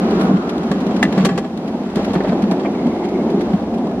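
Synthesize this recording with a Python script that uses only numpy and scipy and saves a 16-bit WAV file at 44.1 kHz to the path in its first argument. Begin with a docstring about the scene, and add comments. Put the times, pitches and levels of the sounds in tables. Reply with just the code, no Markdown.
"""A miniature ride-on train rolling through a spring switch and into a curve, in stereo from on board.
Close up, rough rails drum the hollow car bodies and grit hisses under the steel treads. Wheels clack
over the gaps, the sprung switch blade snaps, the cars thump, couplings tick and a flange rubs lightly
in the curve. A wide rush beside the car fades before the switch; a faint hiss lies behind it all."""
import sys
import numpy as np
from scipy import signal
from scipy.fft import rfft, irfft
from scipy.io import wavfile
from scipy.ndimage import uniform_filter1d

SR = 44100
rng = np.random.default_rng(int(sys.argv[2]) if len(sys.argv) > 2 else 0)


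def dump(signal):
    """Clip the signal to [-1, 1] and save it as 16-bit WAV at the path in sys.argv[1]."""
    limited = np.clip(np.atleast_2d(signal).T, -1, 1)
    pcm = np.round(limited * 32767).astype(np.int16)
    wavfile.write(sys.argv[1], SR, pcm)


N = 176400

# stereo width at the microphone of rolling, clacks and ticks (frequency [Hz], side minus mid [dB])
ROLL_WIDTH = [(30, -21), (70, -9.5), (190, -31), (350, -28), (700, -14.5), (1000, -10), (1400, -2),
              (2000, -1.5), (3000, 3.5), (6000, 8), (9000, 9.5), (14000, 6.5)]
CLACK_WIDTH = [(200, -35), (700, -14), (1500, -2), (2500, -4.5), (4000, 2), (14000, 6.5)]
TICK_WIDTH = [(500, -5), (1500, 2.5), (3000, 3), (14000, 12)]
# modes of a steel wheel (frequency [Hz], t60 [s], relative level [dB])
WHEEL_MODES = [(1020, 0.095, -8), (1133, 0.13, -1.5), (1150, 0.1, -6.5), (1699, 0.13, -4),
               (1770, 0.11, -10.5), (1944, 0.095, -5), (2650, 0.07, -7), (3210, 0.097, -7),
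               (3750, 0.09, -24), (4200, 0.073, -13.5), (4630, .09, -15.5), (5200, .1, -23),
               (5500, .09, -19), (7000, 0.15, -23.5), (7500, 0.092, -19), (7874, .08, -21)]


def undb(db):
    """Decibels to gain."""
    return 10 ** (np.asarray(db) / 20)


def unit(x):
    """Scale to rms 1."""
    return x / np.sqrt(np.mean(x ** 2))


def clock():
    """Time in seconds."""
    return np.arange(N) / SR


def curve(rows):
    """Gain over time from (time [s], level [dB]) points."""
    return undb(np.interp(clock(), *np.array(rows).T))


def response(rows):
    """Gain per frequency from (frequency [Hz], level [dB]) points."""
    hz, db = np.array(rows).T
    return undb(np.interp(np.log(np.fft.rfftfreq(N, 1 / SR) + 1e-6), np.log(hz), db))


def resonance(hz, bandwidth):
    """Steep band-pass gain per frequency."""
    f = np.fft.rfftfreq(N, 1 / SR) + 1e-6
    return 1 / (1 + ((f / hz - hz / f) * hz / bandwidth / 2) ** 2)


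def noise(colour, width):
    """Stereo noise of rms 1 with the given gain per frequency and stereo width."""
    mid, side = rfft(rng.standard_normal((2, N)))
    share = response(width)
    left_right = np.array([mid + share * side, mid - share * side])
    return unit(irfft(left_right * colour / np.sqrt(1 + share ** 2), N))


def flutter(rate_hz, depth_db):
    """A gain that wanders at random."""
    span = max(int(SR / rate_hz), 2)
    steps = rng.standard_normal(2000)[np.arange(N) // span % 2000]
    return undb(depth_db * uniform_filter1d(steps, span))


def blow(start, hold, t60, rise=0.0011):
    """Envelope with a quick rise, a hold and an exponential fall, all in seconds."""
    envelope, first = np.zeros(N), int(start * SR)
    t = np.arange(min(SR // 2, N - first)) / SR
    fall = np.exp(-np.log(1000) * np.maximum(t - hold, 0) / t60)
    envelope[first:first + len(t)] = np.clip(t / rise, 0, 1) * fall
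    return envelope


def ring(modes, rise_s=0.00089):
    """Stereo ring of struck modes; the high ones reach left and right out of step."""
    t, ringing = clock()[:SR // 2], 0
    for hz, t60, db in modes:
        skew = np.array([[1], [-1]]) * min((hz / 2700) ** 2, 1.)
        ringing += undb(db) * np.exp(-np.log(1000) * t / t60) * np.sin(2 * np.pi * hz * t + skew)
    return ringing * np.clip(t / rise_s, 0, 1)


def drive(force, impulse_response):
    """Play a force through an impulse response."""
    return signal.fftconvolve(np.atleast_2d(force), np.atleast_2d(impulse_response), axes=1)[:, :N]


def rolling_cars():
    """Rough rails drum the hollow bodies, the bogies groan under side load, the cars rumble and sway."""
    # car body and bogie frame resonances (frequency [Hz], bandwidth [Hz], relative level [dB])
    body_modes = [(191.6, 27.4, -1), (232, 37.3, -1.5)]
    bogie_modes = [(351, 24, 0), (394, 31, -1)]
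    # spectra of the rumble and the deep sway (frequency [Hz], relative level [dB])
    rumble_colour = [(130, -50), (205, -2), (260, -1), (310, 0), (360, -5), (420, -6.5), (470, -7.5),
                     (600, -8.5), (760, -9), (900, -14.5), (1200, -24), (1600, -36.5), (2500, -41),
                     (5000, -62)]
    sway_colour = [(12, -37.5), (20, -21.5), (59, 10), (108, 10), (130, 1), (170, -51)]
    # how each swells along the track (time [s], relative level [dB])
    drone_level = [(0.0, -18.5), (0.36, -17.5), (0.44, -26), (0.48, -23), (1.11, -16.5), (1.18, -15),
                   (1.38, -18), (1.45, -25.5), (1.75, -23.5), (1.92, -23), (2.1, -21.5), (2.49, -20.5),
                   (2.75, -23), (2.87, -14), (2.95, -26), (3.15, -20), (3.38, -18.5), (3.51, -21.5),
                   (3.62, -26.5), (3.85, -18.5), (4.0, -22)]
    groan_level = [(0, -25.5), (.15, -20), (.55, -29), (1, -30), (1.5, -38), (2.1, -30.5), (2.35, -27),
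                   (2.75, -26.5), (3.0, -26), (3.4, -22.5), (3.6, -34.5), (4, -27)]
    rumble_level = [(0.0, -18.5), (0.32, -17.5), (0.36, -24), (1.0, -20.5), (1.24, -22.5), (1.3, -27.5),
                    (1.5, -26), (1.75, -22.5), (1.95, -26.5), (1.96, -23.5), (2.29, -22.5), (2.4, -17.5),
                    (2.49, -23.5), (2.52, -18), (2.6, -20), (3.51, -21.5), (3.54, -23.5), (3.82, -21),
                    (4.0, -25.5)]
    sway_level = [(0, -42), (.13, -32.5), (.33, -42), (.45, -39.5), (1.1, -41), (1.26, -42), (1.36, -43),
                  (1.52, -48), (1.85, -47), (2.05, -35), (2.4, -40), (2.55, -48.5), (2.9, -42), (3.45, -41),
                  (3.55, -33.5), (3.8, -43), (4, -39)]
    body_colour = sum(undb(db) * resonance(hz, band) for hz, band, db in body_modes)
    bogie_colour = sum(undb(db) * resonance(hz, band) for hz, band, db in bogie_modes)
    drone = curve(drone_level) * noise(body_colour, ROLL_WIDTH)
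    groan = curve(groan_level) * noise(bogie_colour, ROLL_WIDTH)
    rumble = curve(rumble_level) * noise(response(rumble_colour), ROLL_WIDTH)
    rumble *= flutter(rate_hz=45, depth_db=1.5)
    sway = curve(sway_level) * noise(response(sway_colour), ROLL_WIDTH)
    return undb(-1) * drone + groan + undb(-0.5) * rumble + sway


def wheel_treads(grains_per_s=90, spread_db=4.5):
    """Below the microphone, steel treads hiss and crush grit, which keeps the wheels faintly ringing."""
    # tread noise along the track (time [s], relative level [dB])
    tread_level = [(0, -37.5), (.18, -36.5), (.24, -36.5), (.37, -42), (.6, -41.5), (.9, -40),
                   (1.12, -39.5), (1.22, -35.5), (1.42, -45.5), (1.52, -48.5), (1.7, -45), (1.94, -44.5),
                   (1.99, -38), (2.2, -41), (2.42, -42), (3.1, -43.5), (3.5, -42.5), (3.7, -46.5), (4, -47)]
    # spectrum of steel rolling on steel (frequency [Hz], relative level [dB])
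    hiss_colour = [(500, -0.5), (1000, 6), (1450, 4.5), (1800, 1), (2200, -0.5), (2700, -1.5), (3900, -4),
                   (5000, -9), (6500, -13), (7400, -19), (8300, -22.5), (11500, -20), (13000, -40),
                   (15000, -61)]
    hiss = noise(response(hiss_colour), ROLL_WIDTH) * flutter(rate_hz=33, depth_db=0.3)
    crushed = rng.random(N) < grains_per_s / SR
    grains = crushed * undb(spread_db * np.minimum(rng.exponential(size=N), 3))
    bursts = drive(grains, blow(0, 0, t60=0.026)[:SR // 4])
    grit_colour = response(hiss_colour) * response([(4000, 1), (12000, -15)])
    grit = unit(bursts * noise(grit_colour, ROLL_WIDTH))
    ringing = unit(drive(grains * rng.standard_normal((2, N)), ring(WHEEL_MODES)))
    return curve(tread_level) * (undb(4.5) * hiss + undb(-4.5) * (grit + ringing))


def wheel_clacks():
    """A wheel drops into a gap: a crack with a bright snap, a knock, and a ring in wheel and frame."""
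    # impacts (time [s], crack [dB], snap relative to crack [dB], knock [dB], ring drive [dB], contact [s])
    impacts = [(0.714, -30, -7, -16.5, -21, 0.0027), (1.0268, -18, -5.5, -17.5, -23, 0.0038),
               (1.125, -46, -10, -32, -27, .004), (1.177, -28, -9, -16.5, -25, 0.0057),
               (1.205, -34, -21, -41, -28, 0.01), (1.2483, -18.5, -3.5, -17.5, -15, 0.008),
               (1.289, -38, -9, -21.5, -17, 0.01), (1.3755, -28, -3.5, -19.5, -21, 0.0085),
               (1.444, -42, -18, -29.5, -28.5, 0.008), (1.956, -31.5, -3.5, -46, -43, 0.0018),
               (1.969, -39, -10, -20.5, -27, 0.006), (1.992, -46, -18, -21, -29, .005),
               (2.08, -39, -15, -25, -33, 0.0025), (2.103, -42, -20, -23, -40, 0.0027),
               (2.135, -40, -2, -20, -46, 0.013), (2.152, -32, -28, -16, -34, 0.0088),
               (2.204, -37, -26, -14.5, -32, 0.0071), (2.242, -38, -24, -19.5, -35, 0.01),
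               (2.273, -38, -20, -21.5, -32, .003), (2.291, -32, -19, -24, -44, 0.0063),
               (2.321, -41, -21, -19, -36, 0.0091), (2.511, -44, -2, -17, -46, 0.014),
               (2.649, -47, -20, -17, -40, 0.0068), (3.532, -37, -19, -23.5, -34, 0.0032),
               (3.58, -58, -20, -25, -53, .003)]
    # spectra of the crack, its snap and the knock in the frame (frequency [Hz], relative level [dB])
    crack_colour = [(600, -32), (1200, 6.5), (2200, 1.5), (2900, -2), (4400, -3.5), (6000, -22),
                    (9000, -35), (15000, -42)]
    snap_colour = [(3000, 3.5), (5500, 4.5), (7600, 3), (9500, -2), (11800, -5.5), (15000, -23)]
    knock_colour = [(60, -41), (150, -18), (250, 6.5), (350, 6.5), (420, 2.5), (520, 3), (700, 2),
                    (900, -5), (1130, -8.5), (1400, -15), (1800, -13.5), (4000, -55)]
    # modes of the frame (frequency [Hz], t60 [s], relative level [dB])
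    frame_modes = [(327, 0.065, -19), (406, 0.15, 1), (645, 0.41, -14), (787.4, 0.36, -12)]
    crack, snap, knock, force = np.zeros((4, N))
    for start, crack_db, snap_db, knock_db, ring_db, hold in impacts:
        crack += undb(crack_db) * blow(start, hold, t60=0.067, rise=0.0015)
        snap_tail = undb(-24) * blow(start, hold, t60=0.14)
        snap += undb(crack_db + snap_db) * (blow(start, hold, t60=0.065) + snap_tail)
        knock += undb(knock_db) * blow(start, hold, t60=0.084, rise=0.0002)
        force[int(start * SR)] += undb(ring_db)
    layers = [(crack, crack_colour), (snap, snap_colour), (knock, knock_colour)]
    bursts = sum(envelope * noise(response(colour), CLACK_WIDTH) for envelope, colour in layers)
    return bursts + drive(force, undb(-6) * ring(WHEEL_MODES) + undb(2) * ring(frame_modes))


def switch_blade():
    """The sprung switch blade snaps against the rail and bounces."""
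    # strikes on the rail (time [s], relative level [dB])
    strikes = [(1.028, -12.5), (1.0319, -28), (1.052, -24.5)]
    # modes of the blade (frequency [Hz], t60 [s], relative level [dB])
    blade_modes = [(770, 0.11, -17), (883, 0.071, -2.5), (1223, 0.098, -10.5), (1410, 0.044, -17),
                   (1760, 0.046, 5.5), (1843, 0.05, 2.5), (1982, 0.067, 3), (2170, 0.034, -12),
                   (2740, 0.05, -2.5), (3485, 0.043, -4), (3760, 0.027, -6)]
    force = np.zeros(N)
    for start, db in strikes:
        force[int(start * SR)] += undb(db)
    return drive(force, ring(blade_modes))


def car_thumps():
    """Jolts boom in the lowest mode of a car body."""
    # jolts (time [s], relative level [dB], frequency [Hz], push length [s])
    jolts = [(.235, -2, 185, 0.012), (0.287, -1, 207.5, 0.012), (.306, 1, 194, 0.0062),
             (0.337, 2.5, 187, 0.011), (.708, 0, 201, .005), (1.034, -7, 275, 0.0057),
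             (1.172, 0.5, 196, 0.011), (1.192, -4, 184, 0.017), (1.237, -3, 190, .005),
             (1.249, -0.5, 382, .011), (1.316, -1.5, 190, .008), (1.965, -3, 188, 0.0073),
             (2.16, -1, 178.7, .008), (2.29, 0, 188, 0.0074), (2.426, -1, 201.6, 0.015),
             (2.49, -7.5, 191, 0.012), (2.517, -2, 208, 0.0049), (2.864, -4.5, 228, 0.015),
             (3.536, 1.5, 195.3, .011)]
    # the body is too small to radiate deep bass (frequency [Hz], gain [dB])
    radiation = [(90, -20), (135, -11), (170, -4), (400, -14), (900, -10)]
    booms = np.zeros(N)
    for start, db, hz, hold in jolts:
        envelope = undb(db) * blow(start, hold, t60=0.083, rise=0.005)
        booms += envelope * np.sin(2 * np.pi * hz * (clock() - start))
    return irfft(rfft(booms) * response(radiation), N)


def coupling_ticks():
    """Couplings and loose fittings tick as they touch."""
    # contacts (time [s], level [dB], contact length [s])
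    contacts = [(.21, -28.5, .004), (0.492, -28.5, .005), (0.632, -37, .004), (.804, -35.5, 0.0062),
                (0.864, -34, .004), (0.962, -31, .006), (1.124, -29, .005), (1.572, -41, .005),
                (1.676, -36.5, .006), (1.898, -40, .003), (2.045, -30.5, 0.0066), (2.28, -38, 0.013),
                (2.42, -32.5, 0.0062), (2.511, -29, 0.0044), (2.865, -38, 0.0078), (3.048, -37.5, .006),
                (3.087, -40, .007), (3.3, -36.5, .005), (3.408, -34.5, 0.01), (3.52, -48, .02),
                (3.741, -38, .005)]
    # spectrum of a tick (frequency [Hz], relative level [dB])
    tick_colour = [(700, -22), (1500, 10), (3800, 4), (5500, -1.5), (8000, -8), (12000, -9), (15000, -40)]
    envelope = sum(undb(db) * blow(start, hold, t60=0.055) for start, db, hold in contacts)
    return envelope * noise(response(tick_colour), TICK_WIDTH)


def stone_pops():
    """Single stones pop under a tread, short and bright."""
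    # pops (time [s], level [dB])
    pops = [(0.108, -31), (.5795, -34), (.667, -42), (0.7155, -29), (1.574, -35), (1.9573, -27.5),
            (2.133, -31), (2.141, -37), (2.237, -38), (2.329, -38), (2.513, -33), (2.603, -41.5),
            (2.951, -44), (3.782, -38), (3.87, -37), (3.915, -45)]
    # spectrum of a pop (frequency [Hz], relative level [dB])
    pop_colour = [(1500, -19), (3500, 9), (6000, -4), (12000, -8), (14500, -27)]
    envelope = sum(undb(db) * blow(start, hold=0.00081, t60=0.033) for start, db in pops)
    return envelope * noise(response(pop_colour), TICK_WIDTH)


def flange_rubs():
    """A flange grazes the rail: a narrow-band, chattering rub with short swells."""
    # grazes (time [s], length [s], frequency [Hz], bandwidth [Hz], level [dB])
    grazes = [(0.184, 0.1, 10100, 1800, -49.5), (2.648, 0.03, 2210, 260, -33.5),
              (2.742, 0.028, 2190, 150, -38.5), (2.775, 0.04, 2120, 110, -45), (2.7, 0.55, 2135, 130, -46),
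              (3.032, 0.037, 2170, 200, -45), (3.137, 0.032, 2170, 110, -41.5),
              (3.19, 0.04, 2170, 110, -44.5)]
    rubs = np.zeros((2, N))
    for start, length, hz, band, db in grazes:
        swell = np.sin(np.pi * np.clip((clock() - start) / length, 0, 1))
        rubs += undb(db) * swell * noise(resonance(hz, band), CLACK_WIDTH)
    return rubs * flutter(rate_hz=110, depth_db=3)


def trackside_rush():
    """A wide midrange rush beside the car fades as the train nears the switch."""
    # swell and fade of the rush (time [s], level [dB])
    rush_level = [(0, -34.5), (.26, -29.5), (.5, -35.5), (.9, -43), (1.4, -67)]
    # its spectrum (frequency [Hz], relative level [dB])
    rush_colour = [(600, -4), (1050, 12.5), (1400, 14.5), (2000, -10), (4000, -37)]
    return curve(rush_level) * noise(response(rush_colour), width=[(700, -7), (1400, 3.0)])


def background_air():
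    """A faint steady hiss behind the train."""
    # spectrum of the hiss (frequency [Hz], relative level [dB])
    air_colour = [(2000, -4.5), (5000, 2.5), (8000, -5.5), (12000, -9), (14000, -20)]
    return undb(-56) * noise(response(air_colour), width=[(2000, -4), (12000, 3.0)])


def scene():
    """Everything as it reaches the microphone on the car."""
    ride = rolling_cars() + wheel_treads() + trackside_rush()
    impacts = wheel_clacks() + switch_blade() + car_thumps() + coupling_ticks() + stone_pops()
    return ride + impacts + flange_rubs() + background_air()


def record(dry):
    """The recorder clips at full scale and cuts the treble above 14.3 kHz."""
    low_pass = signal.ellip(8, .2, 70, 14300, fs=SR, output="sos")
    return signal.sosfilt(low_pass, np.clip(dry, -1, 1))


dry = scene()
out = record(dry)
dump(out)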